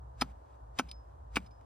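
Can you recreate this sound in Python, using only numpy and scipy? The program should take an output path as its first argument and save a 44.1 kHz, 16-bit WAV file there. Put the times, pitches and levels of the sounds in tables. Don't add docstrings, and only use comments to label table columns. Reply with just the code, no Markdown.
import sys
import numpy as np
from scipy.fft import rfft, irfft, next_fast_len
from scipy.io import wavfile
from scipy.ndimage import map_coordinates

SR = 44100
rng = np.random.default_rng(int(sys.argv[2]) if len(sys.argv) > 2 else 0)


def transcribe(u):
    v = np.clip(np.atleast_2d(u).T, -1, 1)
    q = np.round(v * 32767).astype(np.int16)
    wavfile.write(sys.argv[1], SR, q)


N = 72765


# time in seconds, level in dB.
RUMBLE_LEVEL = [(0.0, -48.5), (0.026, -47), (0.372, -50.5), (0.39, -56), (0.574, -51), (0.602, -59),
                (0.628, -50), (0.974, -51.5), (1.014, -54), (1.204, -47), (1.534, -49), (1.65, -54)]
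# frequency in Hz, strength in dB per Hz.
RUMBLE_COLOUR = [(20, -41), (38, -46), (52, 0), (68, 0), (85, -12), (115, -7.5), (150, -26.5), (250, -39),
                 (600, -84.5)]
# frequency in Hz, strength in dB per Hz.
WIND_COLOUR = [(100, -46), (170, -14.5), (263, 0), (331, -4.5), (364, -2.5), (416, -3), (694, -1),
               (889, -2.5), (978, -2), (1760, -16.5), (2130, -28.5), (8380, -35.5), (16000, -45.5)]
# frequency in Hz, side over middle in dB.
WIDTH = [(60, -22), (130, -15.5), (240, -3.5), (480, 5), (950, 9), (1400, 1.5), (1900, -6), (3500, -2.5),
         (7500, 4), (15000, 0.5)]
# start in seconds, crunch in dB, delay to solid ice in seconds, crack in dB,
# crack T60 in seconds, knock in dB, blade note in dB, graze in dB, spray in dB.
BLOWS = [(.211, -32, 0.0082, -24.5, 0.024, -22, -31, -52.5, -71),
         (0.7872, -30.5, 0.0077, -28.5, 0.035, -22.5, -38, -47.5, -70),
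         (1.3573, -32, .0108, -28, 0.038, -24, -49, -59, -70)]
# frequency in Hz, strength in dB per Hz.
CRUST_COLOURS = [
    [(200, -18), (600, -6.5), (1000, 8.5), (1700, -3.5), (2700, -6), (4400, -6), (6000, -11.5),
     (8200, -20.5), (9700, -8.5), (11500, -24.5), (13500, -31.5), (16000, -30.5)],
    [(200, -16), (600, 1), (1100, 5), (1800, -9.5), (2400, -2.5), (4400, -14.5), (6200, -8.5), (8000, -26),
     (9500, -11.5), (11500, -27), (13500, -45), (15500, -24)],
    [(200, -10), (600, -2), (1400, 2), (1900, -5.5), (2400, 1.5), (4400, -10.5), (5200, -11), (7500, -16.5),
     (9400, -12), (11500, -25.5), (13500, -51), (15700, -14)],
]
# frequency in Hz, level in dB relative to the knock, T60 in seconds.
SPOT_TONES = [
    [(252.6, -2, 0.051), (404, -13.5, 0.0293), (819, 1.5, .026), (987, 2, 0.02), (1304, 2.5, 0.029)],
    [(261.4, -0.5, .055), (400, -10, 0.016), (835, 0, .026), (1076, -3, 0.028), (1300, -2, 0.033),
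     (1520, -10, 0.05)],
    [(193, -2.5, 0.04), (283, 1.5, .04), (426, -4.5, 0.019), (860, -1, 0.027), (1135, -5, .028),
     (1526, 5.5, 0.0157), (2274, -7, .03)],
]
# frequency in Hz, strength in dB per Hz.
JOLT_COLOUR = [(60, -23.5), (150, -11), (300, 0.5), (600, -2.5), (1000, -7), (1800, -12), (4000, -32)]
# frequency in Hz, strength in dB per Hz.
GRAZE_COLOUR = [(200, -8.5), (1300, -1.5), (3000, -9), (5500, -10), (8000, -12.5), (16000, -35)]
# frequency in Hz, strength in dB per Hz.
SHUDDER_COLOUR = [(50, -44.5), (110, -10), (170, 2), (245, -6), (330, -16), (600, -29), (2000, -54.5)]
# frequency in Hz, strength in dB per Hz.
SPRAY_COLOUR = [(300, -4.5), (2000, 1.5), (5000, -8.5), (9000, -11), (12000, -18.5), (16000, -28)]
# frequency in Hz, boost in dB.
TOOL_RESONANCES = [(2340, 9.5), (2630, 2.5), (3110, 8.5), (3650, 3), (4090, 0), (4785, 3), (5090, 6.5),
                   (9750, 4.5)]
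# time in seconds, level in dB.
RUSTLE_LEVEL = [(0, -106), (.3, -86.5), (.42, -84), (.55, -77), (.61, -99.5), (1.05, -89), (1.11, -81.5),
                (1.16, -94), (1.5, -93), (1.65, -81.5)]
# start in seconds, level in dB.
CHIPS = [(0.357, -81.5), (1.403, -55), (1.611, -61)]
# start in seconds, ring in dB, scrape in dB, scrape length in seconds,
# time in seconds until the ring is damped.
CLINKS = [(0.8861, -56, -56.5, 0.0075, 0.019), (0.9128, -55.5, -50.5, 0.0042, .3),
          (1.461, -64, -65.5, 0.0064, 0.011), (1.507, -69, -72, .004, .3)]
# frequency in Hz, level in dB relative to the ring, T60 in seconds.
STEEL_TONES = [(2353, -3, .06), (5152, 0, .26), (6080, -5, .06), (9900, -7, .04)]
# frequency in Hz, strength in dB per Hz.
SCRAPE_COLOUR = [(500, -28), (1900, -5), (2400, -3.5), (3200, 0.5), (5000, 8), (7000, -18.5), (9800, 2),
                 (12500, -47), (15200, -11), (16300, -36)]
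# frequency in Hz, difference in radians.
PORT_PHASE = [(60, 1.5), (1000, -0.7), (1900, 0.79), (2400, 0.72), (2900, 1.2), (3400, 1.4), (3800, 0.56),
              (4500, 1.5), (5150, -1.23), (6600, -2), (8400, -1.4), (9800, -2.5), (11000, -3),
              (11600, 1.55), (16000, 2)]

DRONE_HZ, DRONE_DB, DRONE_WANDER_RAD = 57.5, -3, .7
RUMBLE_DB = -3.5
WIND_DB, WIND_LOW_HZ = -58.5, 150
SWISH_DB, SWISH_60DB_S = -54, 0.1
GRAZE_LEAD_S, GRAZE_T60 = .0105, 0.025
CRUNCH_LOW_HZ, CRUNCH_T60 = 1500, 0.0085
BLADE_HZ, BLADE_T60 = 5105, .018
PUSH_HZ, PUSH_DB, PUSH_T60 = 235, -38, .035
KNOCK_RISE_S = 0.00042
JOLT_DB, JOLT_T60 = -11.5, 0.041
CRUMBLE_DB, CRUMBLE_T60 = -21, 0.089
SHUDDER_DB, SHUDDER_DELAY_S, SHUDDER_RISE_S, SHUDDER_T60 = -46.5, 0.02, 0.0035, 0.29
SPRAY_HOLD_S, SPRAY_T60, SPRAY_GRAIN = 0.095, 0.098, .35
TOOL_WIDTH_HZ = 72
CHIP_T60, SCRAPE_T60 = 0.0091, .04
PAN_DB = 0.35
TOP_HZ = 16000


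def amp(db):
    return 10 ** (np.asarray(db) / 20)


def unit(x):
    return x / np.sqrt(np.mean(x ** 2) + 1e-20)


def along(points, hz):
    table_hz, values = np.transpose(points)
    return np.interp(np.log(hz + 1), np.log(table_hz + 1), values)


def clock():
    return np.arange(N) / SR


def level_curve(points):
    return amp(np.interp(clock(), *np.transpose(points)))


def wobble(rate):
    points = rng.standard_normal(400)
    return map_coordinates(points, [clock() * rate + 2], mode="mirror")


def filtered(x, response):
    size = next_fast_len(N + SR // 4)
    spectrum = rfft(x, size) * response(np.fft.rfftfreq(size, 1 / SR))
    return irfft(spectrum, size)[..., :N]


def noise(colour, grain=0):
    sizes = np.repeat(rng.standard_normal(N // 16 + 1), 16)[:N]
    grains = rng.standard_normal(N) * np.exp(grain * sizes)
    return unit(filtered(grains, lambda hz: amp(along(colour, hz))))


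def burst(start, rise, hold, t60):
    t = np.maximum(clock() - start, 0)
    attack = 1 - np.exp(-t / rise)
    return attack * amp(-60 * np.maximum(t - hold, 0) / t60)


def ring(start, tones, rise):
    out = np.zeros(N)
    sign = -1
    for hz, db, t60 in tones:
        sine = np.sin(2 * np.pi * hz * (clock() - start))
        out += sign * amp(db) * burst(start, rise, 0, t60) * sine
        sign = -sign
    return out


def spread(colour):
    mid = noise(colour)
    side = filtered(noise(colour), lambda hz: amp(along(WIDTH, hz)))
    return np.array([mid + side, mid - side])


def background():
    phase = 2 * np.pi * DRONE_HZ * clock() + DRONE_WANDER_RAD * wobble(9)
    drone = np.sqrt(2) * np.sin(phase)
    low = amp(DRONE_DB) * drone + amp(RUMBLE_DB) * spread(RUMBLE_COLOUR)
    wind = unit(filtered(spread(WIND_COLOUR), lambda hz: 1 - np.exp(-(hz / WIND_LOW_HZ) ** 2)))
    wind_gain = amp(WIND_DB + 0.2 * wobble(3.8))
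    return level_curve(RUMBLE_LEVEL) * low + wind_gain * wind


def tool_gain(hz):
    gain = 1
    for centre, db in TOOL_RESONANCES:
        gain = gain + (amp(db) - 1) / (1 + ((hz - centre) / TOOL_WIDTH_HZ) ** 2)
    return gain


def fracture(colour, low_hz, grain):
    def response(hz):
        return tool_gain(hz) * hz ** 2 / (hz ** 2 + low_hz ** 2)
    return unit(filtered(noise(colour, grain), response))


def chops():
    out, t = np.zeros(N), clock()
    for blow, crust, spot in zip(BLOWS, CRUST_COLOURS, SPOT_TONES):
        start, crunch_db, delay, crack_db, crack_t60, knock_db, blade_db, graze_db, spray_db = blow
        stop = start + delay

        out += amp(SWISH_DB - 60 * abs(t - start) / SWISH_60DB_S) * noise(GRAZE_COLOUR)
        graze = burst(start - GRAZE_LEAD_S, .0005, .001, GRAZE_T60) * noise(GRAZE_COLOUR, grain=0.88)
        out += amp(graze_db) * graze

        crunch = burst(start, .0004, delay, CRUNCH_T60) * fracture(crust, CRUNCH_LOW_HZ, grain=0.25)
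        out += amp(crunch_db) * crunch
        blade = burst(start, .0006, delay, BLADE_T60) * np.sin(2 * np.pi * BLADE_HZ * t)
        out += amp(blade_db) * blade
        out += ring(start, [(PUSH_HZ, PUSH_DB, PUSH_T60)], rise=0.0005)

        crack = burst(stop, 0.00016, 0.0019, crack_t60) * fracture(crust, low_hz=200, grain=0.35)
        out += amp(crack_db) * crack
        jolt = burst(stop, 0.00025, 0, JOLT_T60) * noise(JOLT_COLOUR)
        out += amp(knock_db) * (ring(stop, spot, KNOCK_RISE_S) + amp(JOLT_DB) * jolt)
        crumble = burst(stop, .002, 0, CRUMBLE_T60) * noise(crust, grain=0.7)
        out += amp(crack_db + CRUMBLE_DB) * crumble

        shudder = burst(start + SHUDDER_DELAY_S, SHUDDER_RISE_S, 0, SHUDDER_T60)
        out += amp(SHUDDER_DB) * shudder * noise(SHUDDER_COLOUR)
        spray = burst(stop, .003, SPRAY_HOLD_S, SPRAY_T60) * noise(SPRAY_COLOUR, SPRAY_GRAIN)
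        out += amp(spray_db) * spray
    return out


def chips():
    ticks = sum(amp(db) * burst(start, .0002, 0, CHIP_T60) for start, db in CHIPS)
    return (ticks + level_curve(RUSTLE_LEVEL)) * noise(SPRAY_COLOUR, SPRAY_GRAIN)


def clinks():
    out = np.zeros(N)
    for start, ring_db, scrape_db, length, held in CLINKS:
        steel = ring(start, STEEL_TONES, rise=0.0014) * burst(start, 0.00055, held, 0.042)
        out += amp(ring_db) * steel
        scrape = burst(start, 0.0017, length, SCRAPE_T60) * fracture(SCRAPE_COLOUR, low_hz=600, grain=0.67)
        out += amp(scrape_db) * scrape
    return out


def scene():
    work = chops() + chips() + clinks()
    halves = np.array([[1], [-1]])
    direct = filtered(work, lambda hz: np.exp(.5j * along(PORT_PHASE, hz) * halves))
    return direct * amp([[PAN_DB], [-PAN_DB]]) + background()


def record(dry):
    return filtered(dry, lambda hz: 1 / (1 + (hz / TOP_HZ) ** 120))


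dry = scene()
out = record(dry)
transcribe(out)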